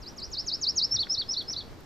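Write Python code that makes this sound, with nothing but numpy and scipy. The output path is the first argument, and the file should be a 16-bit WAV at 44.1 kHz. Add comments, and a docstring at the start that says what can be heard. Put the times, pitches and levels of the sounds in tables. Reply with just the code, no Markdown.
"""A warbler sings one run: six V-shaped slurs that swell, then four two-humped warbles that fade.
Each note is one pure gliding whistle, scattered by the branches and trailing off among the trees.
Under it lie a soft rush of filtered noise for the air, low noise swells for buffets on the microphone
and a few short faint bursts of noise, dull or bright, each in one band."""
import sys
import numpy as np
from scipy import signal
from scipy.fft import rfft, irfft
from scipy.io import wavfile
from scipy.ndimage import uniform_filter1d

SR = 44100
rng = np.random.default_rng(int(sys.argv[2]) if len(sys.argv) > 2 else 0)


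def bounce(signal):
    """Save signal as a 16-bit WAV file at the path given by the first command-line argument."""
    frames = np.transpose(np.atleast_2d(signal))
    limited = np.clip(frames, -1, 1)
    pcm = np.round(limited * 32767).astype(np.int16)
    wavfile.write(sys.argv[1], SR, pcm)


N = 81585  # length [samples]
TOP_HZ = 15150  # top of the recorder's range


def undb(db):
    """Decibels to gain."""
    return 10 ** (np.asarray(db) / 20)


def unit(x):
    """Scale to rms 1."""
    return x / np.sqrt(np.mean(x ** 2))


def walk(hz):
    """Smooth random wander of rms 1, made of noise that thins out above hz."""
    f = np.arange(N // 2 + 1) * SR / N
    spectrum = rfft(rng.standard_normal(N)) / (1 + (f / hz) ** 4)
    return unit(irfft(spectrum, N))


def band(x, lo_hz, hi_hz):
    """Band-pass filter."""
    return signal.sosfilt(signal.butter(2, [lo_hz, hi_hz], "band", fs=SR, output="sos"), x)


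def colour(points):
    """Gain at each frequency from (frequency [Hz], level [dB]) points, joined on a log pitch scale."""
    hz, db = np.array(points).T
    f = np.arange(1, N // 2 + 2) * SR / N  # starts one bin up, to keep the log finite
    return undb(np.interp(np.log(f), np.log(hz), db))


def stereo(mid, side):
    """Left and right from mid and side."""
    return np.array([mid + side, mid - side])


def smooth(x, span_s):
    """Moving average over span_s."""
    return uniform_filter1d(x, max(int(span_s * SR), 1))


def warbler():
    """The song, with quick scatter from the nearby branches and a longer tail from the wood."""
    # note shapes, the V-shaped slur and the warble (held rise, plunge, lower arch), before bends
    # and stretch: (time from note start [s], pitch [Hz], relative level [dB])
    slur_shape = [(0, 6830, -35.5), (.008, 6950, -21.5), (.015, 6390, -11.5), (.021, 5900, -1.5),
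                  (.028, 5330, -1.5), (.035, 4820, -3), (.045, 4110, -3), (.051, 3710, -7),
                  (.056, 3670, -16.5), (.062, 3860, -2), (.070, 4350, -2), (.085, 4910, 1),
                  (.096, 5460, -4.5), (.105, 5490, -1), (.112, 5880, -29)]
    warble_shape = [(0, 5020, -27.5), (.012, 5128, -4.5), (.022, 5233, -1.5), (.033, 5393, -2),
                    (.043, 5756, 2.5), (.048, 5798, 2.5), (.054, 5463, -3.5), (.060, 4805, -2.5),
                    (.065, 3930, -4.5), (.073, 3484, -16), (.083, 3656, -12), (.092, 4070, -0.5),
                    (.102, 4496, -3.5), (.109, 4636, -2.5), (.116, 4512, -1.5), (.128, 3953, -7),
                    (.139, 3293, -6), (.145, 3065, -29)]
    # where in the unstretched note the four pitch bends apply: (time [s])
    slur_bends_s = [0, .028, .056, .1]
    warble_bends_s = [0, .047, .075, .14]
    # the sung notes: (start [s], relative level [dB], length factor, swell [dB], extra send to trees [dB],
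    # onset bend [Hz], fall or crest bend [Hz], trough bend [Hz], end bend [Hz])
    slur_notes = [(.002, -46, .94, 9.5, 3, 6, -300, 143, 229.5),
                  (0.159, -39.5, .93, 9, 5, 150, -220, 113.5, 204.5),
                  (.308, -33.5, 0.97, 4, 3.5, 30, -100, -63, 3),
                  (.457, -29, 0.95, -0.5, 1, 41, -77, -36, -31.5),
                  (.605, -25.5, 0.99, 3.5, -1.5, 75.5, 45, -10, 44.5),
                  (0.754, -23.5, 0.99, -2, -2, -120, 124.5, 23, -44.5)]
    warble_notes = [(.905, -24, 0.953, 2.5, -2, 300, -87.5, 10.5, -32),
                    (1.087, -25.5, 1.0, 1.5, -1.5, -9, -3.5, 46, -6),
                    (1.279, -29, 1.0, 1, 1, -15.5, 15.5, -51, -4),
                    (1.473, -32.5, 1.014, -0.5, 2, -21.5, 198, -130, 79.5)]
    # the path to the microphone favours some pitches over others: (frequency [Hz], gain [dB])
    path_tone = [(3000, -4), (4550, .5), (4800, 1), (5450, 1.28), (5720, -3), (5930, -9), (6170, 3),
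                 (6430, -2.5), (6750, 8.5), (7100, -2)]
    pan_db = 0.3  # left over right
    branch_db, branch_t60_s = -10.5, 0.099
    wood_db, wood_t60_s = -18, 0.45

    voice = whistle(slur_shape, slur_bends_s, slur_notes)
    voice += whistle(warble_shape, warble_bends_s, warble_notes)
    song, sent_to_trees = irfft(rfft(voice) * colour(path_tone), N)
    direct = song * undb(np.array([[pan_db], [-pan_db]]) / 2)
    branches = echoes(sent_to_trees, branch_db, branch_t60_s)
    wood = echoes(sent_to_trees, wood_db, wood_t60_s)
    return direct + branches + wood


def whistle(shape, bends_s, notes):
    """A pure tone glides through the shape at each note; returns the direct voice and the send to the trees."""
    glide_s = 0.0074  # the throat rounds every turn of pitch
    attack_s = 0.003  # rounds every turn of level
    waver_share, flutter_db, waver_hz = 0.003, 2, 226  # small fast wander of pitch and level

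    at, pitch, loud = np.array(shape).T
    t, out = np.arange(N) / SR, np.zeros((2, N))
    waver = 1 + waver_share * walk(waver_hz)
    flutter = flutter_db * walk(waver_hz)
    for start, db, length, swell_db, echo_db, *bend_hz in notes:
        age = (t - start) / length  # time within the unstretched shape
        part = np.clip(age / at[-1], 0, 1)  # 0 at the note's start, 1 at its end
        bent_pitch = np.interp(age, at, pitch) + np.interp(age, bends_s, bend_hz)
        hz = smooth(bent_pitch, glide_s) * waver
        level_db = db + np.interp(age, at, loud) + swell_db * (part - .5) + flutter
        size = undb(level_db) * (part > 0) * (part < 1)
        # root 2 gives the sine an rms of 1 before its level
        tone = np.sqrt(2) * smooth(size, attack_s) * np.sin(2 * np.pi * np.cumsum(hz) / SR)
        out += np.array([tone, undb(echo_db) * tone])
    return out


def echoes(x, db, t60_s):
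    """Many small reflections that die away, arriving mostly from the front: convolution with fading noise."""
    first_s, width = 0.0036, 0.24  # wait before the first reflection, share of side
    t = np.arange(N) / SR
    fade = np.exp(-np.log(1000) * t / t60_s) * (t > first_s)
    tail = rng.standard_normal((2, N)) * fade
    mid, side = tail / np.sqrt(np.sum(tail[0] ** 2))  # mid of unit energy
    return undb(db) * signal.fftconvolve(stereo(mid, width * side), x[None], axes=1)[:, :N]


def air():
    """A distant rush of shaped noise, its level flickering slightly, with faint hiss on top."""
    # tone of the rush: (frequency [Hz], relative level [dB])
    air_tone = [(20, -1), (100, 0), (200, -3), (380, -4), (600, -9.5), (1200, -14), (2600, -22.5),
                (5000, -24), (8000, -34), (10500, -39.5), (13500, -34), (15300, -44.5)]
    # width of the rush: (frequency [Hz], side minus mid [dB])
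    air_width = [(40, -7), (150, -2.5), (400, -6.5), (1500, -4.5), (9000, -3.4)]
    level_db, flicker_db, flicker_hz = -48.5, 0.62, 18

    mid, side = rfft(rng.standard_normal((2, N))) * colour(air_tone)
    mid, side = irfft(mid, N), irfft(side * colour(air_width), N)
    return stereo(mid, side) / np.std(mid) * undb(level_db + flicker_db * walk(flicker_hz))


def buffets():
    """Wind or handling pushes on the microphone: short swells of low band-passed noise."""
    # (time of peak [s], level at peak [dB], half-width where the swell falls to exp(-2) [s], pitch [Hz])
    pushes = [(.008, -44.5, 0.047, 34.8), (0.288, -49.5, 0.14, 48.3), (0.469, -50, 0.035, 54.9),
              (0.957, -42.5, 0.02, 121), (0.984, -48.5, 0.056, 82.3), (1.605, -52, 0.092, 45.5),
              (1.729, -48.5, 0.034, 41.8)]
    t, out = np.arange(N) / SR, np.zeros((2, N))
    for at, db, length, hz in pushes:
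        mid = unit(band(rng.standard_normal(N), hz / 1.28, hz * 1.44))
        side = unit(band(rng.standard_normal(N), hz / 1.28, hz * 1.44))
        swell = np.exp(-2 * ((t - at) / length) ** 2)
        out += stereo(mid, 0.97 * side) * undb(db) * swell
    return out


def noise_bursts():
    """Short faint bursts of noise, dull or bright, each in one band and fading fast."""
    # (onset [s], level before the fade [dB], band centre [Hz], band width before limits [Hz])
    bursts = [(.176, -58, 10000, 8000), (.201, -45, 7400, 800), (0.303, -58.5, 10840, 8000),
              (0.676, -58, 10000, 8000), (.913, -56, 10700, 7000), (0.941, -43, 1750, 1095),
              (.958, -43, 1700, 890), (1.022, -53, 10500, 8000), (1.0693, -36, 1605, 500),
              (1.2143, -45.5, 1630, 800), (1.424, -54, 10800, 7000), (1.505, -44, 1480, 850),
              (1.525, -57, 10900, 7000), (1.73, -49, 1680, 1000), (1.806, -58.5, 10500, 8000)]
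    t60_s = 0.02
    t, out = np.arange(N) / SR, np.zeros((2, N))
    for at, db, hz, width in bursts:
        lo_hz, hi_hz = max(hz - width / 2, 100), min(hz + width / 2, TOP_HZ)
        mid = unit(band(rng.standard_normal(N), lo_hz, hi_hz))
        side = unit(band(rng.standard_normal(N), lo_hz, hi_hz))
        fade = np.exp(-np.log(1000) * np.abs(t - at) / t60_s) * (t > at)
        soft_fade = uniform_filter1d(fade, size=40)  # samples; softens the onset
        out += undb(db) * stereo(mid, .45 * side) * soft_fade
    return out


def scene():
    """The bird over the air, the low buffets and the short bursts of noise."""
    return warbler() + air() + buffets() + noise_bursts()


def record(dry):
    """The recorder cuts the top with a steep low-pass."""
    return signal.sosfilt(signal.ellip(10, .1, 70, TOP_HZ, fs=SR, output="sos"), dry)


dry = scene()
out = record(dry)
bounce(out)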